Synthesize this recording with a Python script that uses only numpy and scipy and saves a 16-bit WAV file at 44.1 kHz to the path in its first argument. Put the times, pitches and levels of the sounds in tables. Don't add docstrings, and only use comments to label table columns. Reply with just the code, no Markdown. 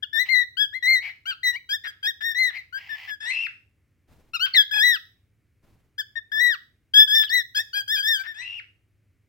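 import sys
import numpy as np
from scipy import signal
from scipy.fft import rfft, irfft, next_fast_len
from scipy.io import wavfile

SR = 44100
rng = np.random.default_rng(int(sys.argv[2]) if len(sys.argv) > 2 else 0)


def generate_wav(sig):
    pcm = np.round(np.clip(np.atleast_2d(sig).T, -1, 1) * 32767).astype(np.int16)
    wavfile.write(sys.argv[1], SR, pcm)


N = 409248

# (frequency [Hz], density [dB per Hz])
HUM_SPECTRUM = [(25, -27), (100, -1.5), (160, -18.5), (320, -21.5), (900, -40), (2200, -32), (3500, -44.5),
                (15000, -49)]
# (start [s], length [s], pitch [Hz], glide [semitones],
# arch [semitones], level [dB], second harmonic [dB], upper overtones [dB])
CHIRP_CALLS = [(0.025, 0.023, 1640, -2.5, 1.7, -31.5, 5, -6),
               (0.569, 0.089, 1641, 1.5, 1.3, -25, 3.5, -2.5),
               (0.726, 0.058, 1965, 4, 1.2, -27, -13.5, -13.5),
               (0.825, 0.17, 2030, 0.3, 1.45, -14.5, -5.5, -8.5),
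               (1.0, 0.12, 2118, -2, 1.2, -32.5, -9.5, -9.5),
               (1.255, 0.085, 1506, -1.5, 2.24, -29, -2.5, -4),
               (1.431, 0.086, 1986, -0.4, -0.29, -19.5, -2.5, -3),
               (1.525, 0.05, 2016, 4.5, -1.83, -28.5, -13.5, -9.5),
               (1.838, 0.066, 1746, -3, -1.1, -31.5, -7.5, 0),
               (2.52, 0.089, 2009, 2, 1.6, -33, -8.5, -10.5),
               (2.725, 0.066, 1587, 2.5, -0.082, -28.5, -20, -10),
               (2.89, 0.073, 1770, -0.1, -0.54, -29.5, -17, -10.5),
               (3.075, 0.082, 1709, -1, 0.018, -31, -15, -10),
               (4.334, 0.041, 1353, -1, 0.7, -29.5, -0.5, 1.5), (4.394, 0.086, 1501, 3, 1, -25.5, 1.5, 1),
               (4.544, 0.082, 1799, -4.5, -1.67, -18.5, 4, -1.5),
               (5.98, 0.04, 1679, -1, 0.93, -26.5, -5, 1.5),
               (6.155, 0.041, 1821, -0.5, -0.36, -25.5, -12.5, -18.5),
               (6.937, 0.11, 1701, 1.33, 0.17, -19.5, 8.5, 5.5), (7.075, 0.18, 1728, 0.9, 1.04, -22, 4, 4),
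               (7.547, 0.07, 1725, 2.5, -0.66, -23.5, -4, 6), (7.731, 0.087, 1611, 1, 0.87, -25, -5.5, 1),
               (7.877, 0.11, 1697, -0.5, 2.05, -24.5, -1, 5),
               (7.962, 0.063, 1620, -0.7, 0.14, -26.5, -3.5, 0),
               (8.025, 0.16, 1724, -1.17, 2, -21.5, -1.5, 2.5),
               (8.178, 0.052, 1570, 0.8, -0.47, -29, -32, -6), (8.235, 0.1, 1773, 1, 0.9, -33, -12, -9.5)]
# (start [s], length [s], held pitch [Hz], reached pitch [Hz], step after [s], fall [semitones],
# fall time [s], level [dB], second harmonic [dB], upper overtones [dB])
WHISTLE_CALLS = [(.129, 0.11, 1786, 2062, 0.069, 0.46, 0.012, -18.5, -6, -5.5),
                 (.287, 0.15, 2096, 2000, 0.052, 0.69, 0.04, -15.5, -7.5, -13.5),
                 (1.69, 0.077, 1600, 1862, 0.041, 1.06, 0.019, -26.5, -0.5, 2.5),
                 (2.028, 0.084, 1636, 1910, 0.044, 2, 0.0093, -24, -1, 0),
                 (2.206, 0.13, 1736, 1879, 0.029, 0.56, 0.1, -24.5, -6, -2.5),
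                 (2.345, .16, 1900, 2136, 0.029, 2.68, 0.066, -18.5, -6, -7.5),
                 (4.71, .26, 1683, 1987, .12, 7, .025, -15, -4, -2.5),
                 (6.317, 0.24, 1729, 1957, 0.083, 8.9, 0.023, -16, -10, -9),
                 (7.297, 0.12, 1832, 2195, 0.032, 3.29, 0.077, -17.5, -3.5, -1)]
# (start [s], end [s], rasp [0-1])
RASP_SPANS = [(1.023, 1.105, 0.79), (1.309, 1.345, 0.29), (1.845, 1.876, 0.58), (2.203, 2.224, 0.41),
              (2.503, 2.579, 0.72), (4.46, 4.486, 0.7), (4.541, 4.557, 0.44), (7.225, 7.246, 0.36),
              (8.234, 8.272, 0.74)]
# (start [s], end [s])
SPLIT_SPANS = [(1.255, 1.31), (1.528, 1.567), (1.676, 1.725), (2.02, 2.065), (4.73, 4.795), (7.554, 7.597),
               (7.744, 7.795), (7.967, 7.998), (8.182, 8.222)]
# (frequency [Hz], gain [dB])
THROAT_COLOUR = [(400, -34.5), (800, -7.5), (1700, 7.5), (3400, 4), (3800, -0.5), (5200, -10),
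                 (6300, -22.5), (8400, -29), (9600, -47.5), (11300, -25.5), (13200, -30.5), (14700, -19.5)]
# (frequency [Hz], density [dB per Hz])
AIR_SPECTRUM = [(800, 2.5), (1500, -17), (2100, -1.5), (3000, 0), (3600, -13), (5000, -0.5)]
# (time [s], left-right level [dB])
HEAD_BALANCE = [(0.548, 16.5), (0.851, 7), (2.898, 10)]
# (frequency [Hz], level [dB])
MIC_BALANCE = [(2000, 2.5), (7000, -14)]
# (frequency [Hz], phase lead [radians])
MIC_PHASE = [(1650, 2.5), (2000, 0.089), (2750, 0.19), (3250, 3.67), (5100, 5.43), (15000, 21.13)]
# (frequency [Hz], decay by 60 dB [s])
ROOM_DECAY = [(2500, 0.3), (12000, 0.52)]
# (start [s], end [s], level [dB])
HOARSE_SPANS = [(0.253, 0.296, -43.5), (2.772, 2.947, -47.5), (2.95, 3.113, -42.5)]
# (start [s], break [s], end [s], low pitch [Hz], high pitch [Hz], level [dB])
SCREECH_CALLS = [(3.203, 3.303, 3.472, 1751, 2750, -26), (8.342, 8.414, 8.603, 1676, 2811, -34)]
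# (frequency [Hz], gain [dB])
BEAK_COLOUR = [(5000, -1.5), (10000, 10), (14000, -22)]
# (start [s], end [s], level [dB])
RUSTLE_SPANS = [(4.08, 4.288, -57.5), (5.628, 5.833, -61)]
# (frequency [Hz], density [dB per Hz])
CLOTH_SPECTRUM = [(70, 3.5), (9000, -33.5)]
# (start [s], length [s], pitch [Hz], glide [semitones], level [dB])
SQUEAK_CALLS = [(4.538, .005, 4400, 0, -21), (7.243, .045, 3450, -6, -37), (7.293, .005, 4450, -2, -30)]

TIME = np.arange(N) / SR
HUM_DB = -66.5
CUTOFF_HZ, FULL_SCALE = 16100, .95
# loudness per semitone [dB], drop at both ends [dB], attack [s], release [s]
BREATH = (1.6, 8.8, .006, .038)
SCREECH_BREATH = (0, 4, .005, .008)
SWELL_LEAN = 1.125
SAG, SETTLE_S, SETTLE_HZ = .045, .02, 24.54
WAVER, WAVER_HZ = .008, 55
SMEAR = 1.1
SPLIT_RASP, STRAIN_RASP, SCREECH_RASP = .05, .18, .38
SPLIT_DB = -21
RASP_EDGE_S, SQUEAK_EDGE_S = .009, .004
WHISTLE_STEP_S = 0.013
HOARSE_HZ = 1980
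STUTTER_HZ, STUTTER_DEPTH = 85, .6


def from_db(db):
    return 10 ** (np.asarray(db) / 20)


def rms_one(x):
    return x / np.sqrt(np.mean(x ** 2) + 1e-20)


def at_hz(points, hz):
    points = np.array(points, float)
    return np.interp(np.log(np.maximum(hz, 1)), np.log(points[:, 0]), points[:, 1])


def coloured(x, points):
    size = next_fast_len(x.shape[-1])
    hz = np.arange(size // 2 + 1) * SR / size
    spectrum = rfft(x, size) * from_db(at_hz(points, hz))
    return irfft(spectrum, size)[..., :x.shape[-1]]


def flutter(size, rate_hz):
    sos = signal.butter(4, min(rate_hz, SR / 4), fs=SR, output="sos")
    noise = rng.standard_normal(size + SR // 10)
    return rms_one(signal.sosfilt(sos, noise)[-size:])


def gate(t, start, end, rise_s, fall_s):
    opening = np.clip((t - start) / rise_s + .5, 0, 1)
    closing = np.clip((end - t) / fall_s + .5, 0, 1)
    return np.sin(opening * closing * np.pi / 2) ** 2


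def stereo_noise(spectrum, alike):
    alike = np.clip(alike, 0, 1)
    mid, side = rng.standard_normal((2, N))
    pair = np.sqrt(1 + alike) * mid + np.sqrt(1 - alike) * side * np.array([[1], [-1]])
    return rms_one(coloured(pair, spectrum))


def semitones(steps):
    return 2 ** (steps / 12)


def around(start, end):
    return slice(max(int((start - BREATH[-1]) * SR), 0), int((end + BREATH[-1]) * SR))


def hum():
    return from_db(HUM_DB) * stereo_noise(HUM_SPECTRUM, alike=0.89)


def arch(t, length_s, hz, glide, height):
    along = t / length_s
    hump = np.sin(np.pi * along) ** 2 - .5
    return hz * semitones(glide * (along - .5) + height * hump)


def syllable(t, length_s, pitch, breath, colours, level_db, second_db, overtones_db, rasp, split, air,
             pan_db, chaos=0.085, chaos_hz=420, shudder=0.22, shudder_hz=200, flicker_db=3, flicker_hz=25,
             effort=0.11, air_db=-10, catch_s=0.0073, dull_db=-9):
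    db_per_semitone, ends_db, attack_s, release_s = breath
    along = np.clip(t / length_s, 0, 1) ** SWELL_LEAN
    swell_db = db_per_semitone * 12 * np.log2(pitch) - ends_db * (2 * along - 1) ** 2
    swell_db = swell_db - swell_db[(t > 0) & (t < length_s)].max()

    rasp = np.maximum(rasp, STRAIN_RASP * np.exp(-abs(t) / catch_s))
    settling = np.exp(-abs(t) / SETTLE_S) * np.cos(2 * np.pi * SETTLE_HZ * t)
    stopping = np.exp(-abs(t - length_s) / catch_s)
    waver = WAVER * flutter(len(t), WAVER_HZ)
    chaotic = chaos * rasp * flutter(len(t), chaos_hz)
    pitch = pitch * (1 - SAG * (settling + stopping) + waver + chaotic)
    phase = 2 * np.pi * np.cumsum(pitch) / SR

    shake = shudder * rasp
    level = from_db(level_db + swell_db) * gate(t, attack_s / 4, length_s, rise_s=attack_s, fall_s=release_s)
    level = level * np.exp(shake * flutter(len(t), shudder_hz) - shake ** 2)
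    push_db = effort * swell_db
    side = np.array([[.5], [-.5]])
    out = level * air * rasp * from_db(air_db + side * pan_db)

    for k in np.arange(1, 23) / 2:
        hz = k * pitch
        gain, smear = 1, 0
        if k != 1:
            if k == 2:
                lift_db = second_db + push_db
            else:
                lift_db = overtones_db * (k > 2) + flicker_db * flutter(len(t), flicker_hz)
            lift_db = lift_db + dull_db * rasp * np.log2(max(k, 1))
            colour_db = sum(at_hz(colour, hz) for colour in colours)
            gain = from_db(colour_db + lift_db) * (split if k % 1 else 1)
            smear = np.minimum(SMEAR * rasp * k, 2) * flutter(len(t), shudder_hz)
        ears = from_db(side * (pan_db + at_hz(MIC_BALANCE, hz)))
        ears = ears / np.sqrt(np.mean(ears ** 2, axis=0))
        tone = np.sin(k * phase + smear + side * at_hz(MIC_PHASE, hz))
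        out += np.sqrt(2) * level * gain * ears * (hz < CUTOFF_HZ) * tone
    return out


def room(x, early_db=-21, early_s=0.046, tail_db=-21):
    t = TIME[:SR]
    edges = np.geomspace(300, 18000, 8)
    tail = 0
    for low, high in zip(edges, edges[1:]):
        middle_hz = np.sqrt(low * high)
        sos = signal.butter(2, [low, high], "band", fs=SR, output="sos")
        band = signal.sosfilt(sos, rng.standard_normal((2, len(t))))
        tail = tail + band * from_db(-60 * t / at_hz(ROOM_DECAY, middle_hz))
    tail = tail * (t > .006) / np.sqrt(np.sum(from_db(-60 * t / at_hz(ROOM_DECAY, 2000)) ** 2))
    early = rng.standard_normal((2, len(t))) * np.exp(-t / early_s) * (t > .002)
    early = early / np.sqrt(np.sum(early ** 2, axis=1, keepdims=True))
    response = from_db(early_db) * early + from_db(tail_db) * tail
    return signal.fftconvolve(x[:1], response, axes=1)[:, :N]


def step_and_fall(t, length_s, held_hz, reached_hz, after_s, fall, fall_s):
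    stepped = (1 + np.tanh((t - after_s) / WHISTLE_STEP_S)) / 2
    falling = fall * np.exp((t - length_s) / fall_s)
    return (held_hz + (reached_hz - held_hz) * stepped) * semitones(-falling)


def hoarseness(air, grit_db=2, grit_hz=160, wander=.05, wander_hz=40, tone_db=0):
    pitch = HOARSE_HZ * (1 + wander * (flutter(N, wander_hz) + flutter(N, grit_hz) / 2))
    tone = from_db(tone_db) * np.sin(2 * np.pi * np.cumsum(pitch) / SR)
    level = sum(from_db(db) * gate(TIME, a, b, rise_s=.02, fall_s=.02) for a, b, db in HOARSE_SPANS)
    return level * rms_one((air + tone) * from_db(grit_db * flutter(N, grit_hz)))


def screeches(air, pan_db, strain=3.2, strain_s=0.025, second_db=-4, scoop=2.7, fall=11, fall_s=0.0066,
              thin_db=-13):
    out = np.zeros((2, N))
    for start, break_s, end, low_hz, high_hz, db in SCREECH_CALLS:
        span = around(start, end)
        t, since = TIME[span] - start, TIME[span] - break_s
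        rising = (1 + np.tanh(since / strain_s + 1)) / 2
        low_pitch = low_hz * semitones(strain * rising)
        low = syllable(t, 2 * (break_s - start), low_pitch, BREATH, [THROAT_COLOUR, BEAK_COLOUR],
                       db, second_db, 0, STRAIN_RASP, from_db(SPLIT_DB), air[:, span] / 2, pan_db[span])

        length_s = end - break_s
        held = np.clip(since, 0, length_s)
        unsteady = 1 - (held / length_s) ** 2
        beat_hz = STUTTER_HZ * (1 + flutter(len(t), STUTTER_HZ) / 2)
        beat = unsteady * np.sin(2 * np.pi * np.cumsum(beat_hz) / SR)
        scooping = scoop * np.exp(-held / strain_s)
        falling = fall * np.exp((held - length_s) / fall_s)
        high_pitch = high_hz * semitones(beat / 2 - scooping - falling)
        high = syllable(since, length_s, high_pitch, SCREECH_BREATH, [THROAT_COLOUR], db, thin_db, thin_db,
                        SCREECH_RASP * (1 + unsteady) / 2, 0, air[:, span], pan_db[span])
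        stutter = 1 - STUTTER_DEPTH * np.clip(2 * beat, 0, 1)
        out[:, span] = low * np.exp(-held / strain_s) + high * stutter
    return out


def rustle():
    brush = sum(from_db(db) * gate(TIME, a, b, rise_s=0.023, fall_s=0.38) for a, b, db in RUSTLE_SPANS)
    return brush * from_db(1.5 * flutter(N, 25)) * stereo_noise(CLOTH_SPECTRUM, alike=0.77)


def squeaks():
    out = 0
    for start, length_s, hz, glide, db in SQUEAK_CALLS:
        pitch = arch(np.clip(TIME - start, 0, length_s), length_s, hz, glide, 0)
        level = from_db(db) * gate(TIME, start, start + length_s, rise_s=SQUEAK_EDGE_S, fall_s=SQUEAK_EDGE_S)
        out = out + np.sqrt(2) * level * np.sin(2 * np.pi * np.cumsum(pitch) / SR)
    return out


def cockatiel():
    edges = dict(rise_s=RASP_EDGE_S, fall_s=RASP_EDGE_S)
    rasp = sum(np.clip(amount, 0, 1) * gate(TIME, a, b, **edges) for a, b, amount in RASP_SPANS)
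    splitting = sum(gate(TIME, a, b, **edges) for a, b in SPLIT_SPANS)
    rasp = np.maximum(rasp, SPLIT_RASP * splitting)
    split = from_db(SPLIT_DB + 4 * flutter(N, 70)) * splitting
    pan_db = np.interp(TIME, *np.transpose(HEAD_BALANCE))
    air = rms_one(coloured(stereo_noise(AIR_SPECTRUM, alike=0.66), THROAT_COLOUR))

    song = hoarseness(air) + squeaks()
    for calls, tune in (CHIRP_CALLS, arch), (WHISTLE_CALLS, step_and_fall):
        for start, length_s, *shape, level_db, second_db, overtones_db in calls:
            span = around(start, start + length_s)
            t = TIME[span] - start
            pitch = tune(np.clip(t, 0, length_s), length_s, *shape)
            song[:, span] += syllable(t, length_s, pitch, BREATH, [THROAT_COLOUR], level_db, second_db,
                                      overtones_db, rasp[span], split[span], air[:, span], pan_db[span])
    return song, rasp, screeches(coloured(air, BEAK_COLOUR), pan_db)


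def scene(turned_db=12, screech_room_db=10):
    song, rasp, screech = cockatiel()
    thrown = song * from_db(turned_db * rasp) + screech * from_db(screech_room_db)
    return song + screech + room(thrown) + rustle() + hum()


def record(dry):
    clipped = np.clip(dry, -FULL_SCALE, FULL_SCALE)
    return signal.sosfilt(signal.ellip(10, .1, 80, CUTOFF_HZ, fs=SR, output="sos"), clipped)


dry = scene()
out = record(dry)
generate_wav(out)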